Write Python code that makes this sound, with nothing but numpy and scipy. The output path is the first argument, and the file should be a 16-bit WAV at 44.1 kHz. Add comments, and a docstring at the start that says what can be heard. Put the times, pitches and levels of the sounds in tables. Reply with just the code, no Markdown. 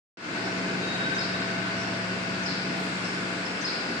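"""An injection moulding machine in a factory hall, heard in stereo from a shifting position.
The sound fades in on the rush of other plant, motor hums, a hydraulic pump's whine and oil ringing in
the pipework. Early on, metal squeals three times, ever weaker. From about one second a sliding part
squeaks on each stroke, rasping softly on its way back, and the hall rings after the squeals and strokes.
Toward the end a thin leak of compressed air opens."""
import sys
import numpy as np
from scipy import signal
from scipy.fft import rfft, irfft, next_fast_len
from scipy.io import wavfile
from scipy.ndimage import uniform_filter1d, map_coordinates

SR = 44100
rng = np.random.default_rng(int(sys.argv[2]) if len(sys.argv) > 2 else 0)


def int16_out(signal):
    """Quantize to a 16-bit WAV file."""
    q = np.round(np.clip(np.atleast_2d(signal).T, -1, 1) * 32767)
    wavfile.write(sys.argv[1], SR, q.astype(np.int16))


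N = 176400

# how alike the hall sounds at the left and right microphones: frequency_hz, correlation
MIC_LIKENESS = [(100, 0.95), (180, 0.96), (320, 0.9), (570, 0.44), (1000, 0.091), (1700, -0.27),
                (3000, -0.034)]
# how much louder it is at the left microphone: frequency_hz, lean_db
MIC_LEAN = [(100, 0.5), (600, 1.1), (1000, 0.5), (2000, 5), (2800, 5), (3600, 2), (5000, .5), (5600, -4.5),
            (6300, -8.5), (7000, 0), (7800, 8), (9500, 11.5)]
SIDES = np.array([[.5], [-.5]])  # splits a level or phase between left and right


def amp(db):
    """Decibels to gain."""
    return 10 ** (np.asarray(db) / 20)


def unit(x):
    """Scale to rms 1."""
    return x / np.sqrt(np.mean(np.abs(x) ** 2) + 1e-20)


def along(points, hz):
    """Read (frequency_hz, value) points on a log frequency axis."""
    point_hz, values = np.transpose(points)
    return np.interp(np.log(hz + 1), np.log(point_hz + 1), values)


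def curves(rows):
    """One value per sample for each column after the time."""
    times, *columns = np.transpose(rows)
    return [np.interp(np.arange(N) / SR, times, column) for column in columns]


def wobble(rate):
    """A smooth random curve, rate knots a second."""
    knots = rng.standard_normal(int(N / SR * rate) + 4)
    coarse = map_coordinates(knots, [np.linspace(0, N / SR * rate, 400)])
    return signal.resample_poly(coarse, N // len(coarse), 1)


def filtered(x, response):
    """Filter x by a gain given as a function of frequency."""
    size = next_fast_len(N + SR // 2)
    return irfft(rfft(x, size) * response(np.fft.rfftfreq(size, 1 / SR)), size)[..., :N]


def pan(lean_db):
    """Left and right gains; a positive lean favours the left."""
    return amp(SIDES * lean_db)


def mic_angle(hz):
    """The angle in radians whose cosine is the likeness of the two microphones."""
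    return np.arccos(np.clip(along(MIC_LIKENESS, hz), -1, 1))


def diffuse_noise(spectrum, patchy_db):
    """Stereo noise from all round, of rms 1, with patches of random gain in time and frequency."""
    cells = signal.stft(rng.standard_normal((2, N)), nperseg=512)[2]
    patches = uniform_filter1d(rng.standard_normal(cells.shape[1:]), size=5, axis=0)
    patches = uniform_filter1d(patches, size=14, axis=1)
    pair = signal.istft(cells * amp(patchy_db * unit(patches)), nperseg=512)[1][:, :N]

    def mid_side_gains(hz):
        turn = mic_angle(hz) / 2
        return amp(along(spectrum, hz)) * [np.cos(turn), np.sin(turn)]

    mid, side = filtered(pair, mid_side_gains)
    return unit(filtered(np.array([mid + side, mid - side]), lambda hz: pan(along(MIC_LEAN, hz))))


def fuzzy_tone(hz, width_hz, rough=1):
    """A stereo tone on a moving pitch; rough (0-1) is the share of narrow noise in it."""
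    offset_hz = np.fft.fftfreq(len(hz), 1 / SR)
    phases = np.exp(2j * np.pi * rng.random((2, len(hz))))
    flutter = np.fft.ifft(phases / (1 + (offset_hz / width_hz) ** 2 / 2) ** 2)
    clean = np.exp(2j * np.pi * rng.random()) * np.array([[1], [1j]])
    carrier = np.exp(2j * np.pi * np.cumsum(hz) / SR)
    return unit(np.real((np.sqrt(rough) * unit(flutter) + np.sqrt(1 - rough) * clean) * carrier))


def burst(start_s, length_s, db, from_hz, to_hz, width_hz, rough=1, late=1):
    """A short sound that swells, glides and stops; late above 1 moves its peak toward the end."""
    progress = np.clip(np.arange(SR // 2) / SR / length_s, 0, 1)
    swell = 2 * np.sqrt(progress ** late * (1 - progress ** late))
    tone = fuzzy_tone(from_hz + (to_hz - from_hz) * progress, width_hz, rough)
    out, start = np.zeros((2, N + SR)), round(start_s * SR)
    out[:, start:start + len(swell)] = amp(db) * swell * tone
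    return out[:, :N]


def hall(x):
    """The hall's long reverberant tail, dying fastest in the high treble."""
    decay = [(1000, 0.87), (4000, 1.6), (5200, 1.22), (6200, 0.42)]  # time to die by 60 dB: frequency_hz, decay_s
    hz, t, cells = signal.stft(rng.standard_normal((2, SR)), SR, nperseg=256)
    tail = signal.istft(cells * amp(-60 * t / along(decay, hz)[:, None]), SR, nperseg=256)[1]
    return signal.fftconvolve(x, tail / np.linalg.norm(tail[0]), axes=1)[:, :N]


def high_hiss():
    """Two very faint, brief bursts of high hiss near 14.6 kHz."""
    hisses = [(0.326, .05, -74), (2.747, 0.13, -66.5)]  # each burst: start_s, length_s, level_db
    return sum(burst(*hiss, from_hz=14600, to_hz=14600, width_hz=1300) for hiss in hisses)


def plant():
    """Machinery all round the hall: rumble, rush, hiss and a brief surge in the low mids."""
    # spectra of the four noises: frequency_hz, relative_db
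    rumble_band = [(20, -46), (40, -23.5), (60, -23.5), (85, -10.5), (105, -15.5), (135, -1), (180, -2),
                   (230, -1), (290, .5), (400, -2.5), (560, -8), (800, -8.5), (1200, -13), (1700, -51),
                   (3000, -120)]
    surge_band = [(150, -29.5), (280, 0.5), (380, 1), (460, -9), (700, -29.5), (2000, -120)]
    rush_band = [(650, -27), (1100, -7), (1290, -6.5), (1420, -2), (1680, -3.5), (1940, -5.5), (2650, -7.5),
                 (3070, -13), (3600, -15), (4700, -35.5), (7900, -120)]
    hiss_band = [(1900, -39), (3200, -7), (4000, -1), (4750, 2), (5200, -3.5), (5550, -4.5), (5900, -10.5),
                 (6900, -10), (7700, -12), (9000, -20.5), (10000, -33.5), (11500, -120)]
    levels = [(0.22, -37.5, -41), (0.45, -36.5, -41.5), (0.7, -36, -41.5), (1.2, -37, -40), (2, -37, -41.5),
              (3, -37, -41), (4, -38.5, -41.5)]  # course of the din, before the trims below: time_s, rumble_db, rush_db
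    surge_level = [(0.4, -46), (0.6, -41), (0.85, -44), (1.1, -45.5), (1.5, -55), (2.2, -64)]  # the low mids swell: time_s, level_db
    hiss_level = [(0.4, -42.5), (1.5, -42.5), (2.2, -42.5), (2.9, -42.5), (4, -43.5)]  # the hiss barely moves: time_s, level_db
    rumble_db, rush_db = curves(levels)
    (hiss_db,), (surge_db,) = curves(hiss_level), curves(surge_level)
    return (amp(rumble_db + 0.5) * diffuse_noise(rumble_band, patchy_db=1)
            + amp(surge_db) * diffuse_noise(surge_band, patchy_db=-1.5)
            + amp(rush_db + 5) * diffuse_noise(rush_band, patchy_db=0.82)
            + amp(hiss_db) * diffuse_noise(hiss_band, patchy_db=1.06))


def air_leak():
    """Compressed air hisses from a thin leak that opens late."""
    leak_level = [(2.7, -86), (2.78, -56.5), (2.98, -54.5), (3.3, -56.5), (4, -58.5)]  # the leak opening: time_s, level_db
    leak_band = [(5500, -40), (7000, 1.5), (7700, 0), (9000, -11.5), (10000, -12), (11500, -120)]  # its spectrum: frequency_hz, relative_db
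    leak_db, = curves(leak_level)
    return amp(leak_db) * diffuse_noise(leak_band, patchy_db=1.5)


def motors():
    """Motor and fan hums, with one faint tone of the pump, swell as the microphones move; the drive adds a
    faint switching whistle."""
    tones = [(114, -49, 1, -0.05), (184.1, -39.5, 1.5, -0.22), (524.7, -50.5, 2, .3), (666.9, -45, 0, 0.33)]  # the four hums: pitch_hz, level_db, lean_db, left_lead_rad
    swells = [(0.3, -14, -5, -6, -2.5), (0.46, 2, -1, -6, 0), (0.7, -7, 1.5, -1.5, -1),
              (1.1, -1, -3, -4, .5), (1.3, 0, 1, -4, 0), (1.7, 3.5, 0, -14, 2.5), (2.15, 3.5, 0, 3, -1.5),
              (2.5, -2.5, 1, -8, -0.5), (2.83, -5.5, .5, -3, -0.5), (3, -1.5, -1, -12.5, -10),
              (3.4, -2, -1, 1, -1), (3.7, -15, -4, -3, -9), (4, -20, -12, 0, -.5)]  # change with position: time_s, then gain_db for each hum, low to high
    t, hums = np.arange(N) / SR, np.zeros((2, N))
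    for (hz, db, lean_db, lead_rad), swell_db in zip(tones, curves(swells)):
        gain = amp(db + swell_db + 0.6 * wobble(5.75)) * pan(lean_db)
        hums += gain * np.sin(2 * np.pi * (hz * t + rng.random()) + SIDES * lead_rad)
    whistle = sum(amp(-82.5 + wobble(4.2)) * np.sin(2 * np.pi * hz * t) for hz in (9860, 10149))
    return np.sqrt(2) * (hums + pan(lean_db=8) * whistle)


def pump():
    """The pump whines at multiples of its shaft rate, each wavering and scattered by the hall."""
    main_orders = [(10, -56.5), (12, -53.5), (42, -57), (48, -61.5), (58, -54), (60, -51.5), (62, -45.5),
                   (63, -53), (88, -52), (90, -51.5), (100, -56.5), (110, -54), (128, -63)]  # tones of the whine: shaft_order, level_db
    shaft_hz, waver_db = 23.895, 2
    orders = {order: -61 + 2.5 * rng.uniform(-1, 1) for order in range(24, 120, 2)}  # weak comb, dB
    orders.update({round(order): db for order, db in main_orders})
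    t, whine = np.arange(N) / SR, np.zeros((2, N))
    for order, db in orders.items():
        hz = order * shaft_hz
        mic_phase = mic_angle(hz) * rng.choice([-1, 1]) * SIDES
        gain = amp(db + waver_db * wobble(2.75)) * pan(along(MIC_LEAN, hz))
        whine += gain * np.sin(2 * np.pi * (hz * t + rng.random()) + mic_phase)
    return np.sqrt(2) * whine


def oil_flow():
    """Oil rings in the pipework and throbs a little unevenly, with a second ring of steady level."""
    ringing = [(0.2, -56, 1520), (0.38, -42.5, 1528), (0.65, -45, 1525), (0.9, -40, 1531),
               (1.12, -35.5, 1537), (1.33, -43, 1529), (1.52, -38.5, 1528), (1.8, -42, 1512),
               (2.3, -56, 1507), (2.85, -57, 1510), (3.08, -44.5, 1517), (3.6, -51, 1508),
               (3.95, -54, 1501)]  # the main ring: time_s, level_db, pitch_hz
    throb_hz, throb_depth, drift_rad = 19, .65, 1.3
    ring_db, ring_hz = curves(ringing)
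    throb_phase = 2 * np.pi * throb_hz * np.arange(N) / SR + drift_rad * wobble(6)
    throb = unit(1 + throb_depth * np.sin(throb_phase))
    upper_ring = amp(-48) * fuzzy_tone(1.1 * ring_hz, width_hz=61)
    main_ring = amp(ring_db) * throb * fuzzy_tone(ring_hz, width_hz=38, rough=0.49)
    return upper_ring + pan(lean_db=1.5) * main_ring


def metal_squeal():
    """Metal catches three times, ever weaker, in a thin squeal that swells quickly."""
    partials = [(3788, -43), (6600, -58)]  # the metal's two tones: pitch_hz, level_db
    catches = [(.815, 0.22, -0.5), (1.119, 0.085, -3.5), (1.33, 0.081, -8)]  # each catch: start_s, length_s, gain_db
    out = np.zeros((2, N))
    for start_s, length_s, gain_db in catches:
        for hz, db in partials:
            tone = burst(start_s, length_s, db + gain_db, hz, hz, width_hz=45, rough=.8, late=0.71)
            out += pan(along(MIC_LEAN, hz) - 2.5) * tone
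    return out


def sliding_part():
    """Each stroke scrapes, squeaks upward and drags; the way back only rasps, off to the right."""
    squeaks = [(1.179, .018, -34, 0.9), (2.456, 0.015, -32.5, 0.8), (3.641, 0.022, -30.5, .3)]  # forward strokes: start_s, length_s, level_db, noise_share
    rasps = [(0.43, 0.057, -49, 5440, 328), (1.759, .1, -49.5, 5480, 360), (3.03, .07, -45.5, 5320, 395),
             (3.453, .022, -42.5, 5300, 241)]  # return strokes: start_s, length_s, level_db, pitch_hz, width_hz
    strokes = np.zeros((2, N))
    for start, length, db, rough in squeaks:
        scrape = burst(start - 0.03, 0.02, db - 10.5, from_hz=6000, to_hz=6000, width_hz=530)
        squeak = burst(start, length, db, from_hz=4750, to_hz=5280, width_hz=200, rough=rough, late=1.35)
        drag = burst(start + 0.016, 0.061, db - 7.5, from_hz=4437, to_hz=4437, width_hz=520)
        strokes += scrape + squeak + drag
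    returns = sum(burst(start, length, db, hz, hz, width) for start, length, db, hz, width in rasps)
    return pan(lean_db=0.5) * strokes + pan(lean_db=-8.5) * returns


def scene():
    """The drone, with the friction sounds ringing in the hall."""
    friction = sliding_part() + metal_squeal()
    drone = plant() + motors() + pump() + oil_flow() + air_leak() + high_hiss()
    return drone + friction + amp(0.5) * hall(friction)


def record(dry):
    """The recorder fades in and keeps nothing above its band limit."""
    fade_in = [(.169, -110), (.172, -14), (.2, -10), (.245, -3.5), (.3, -1.5), (.36, 1), (.46, 1)]  # recorder gain: time_s, gain_db
    fade_db, = curves(fade_in)
    return filtered(dry * amp(fade_db), lambda hz: hz < 15500)


dry = scene()
out = record(dry)
int16_out(out)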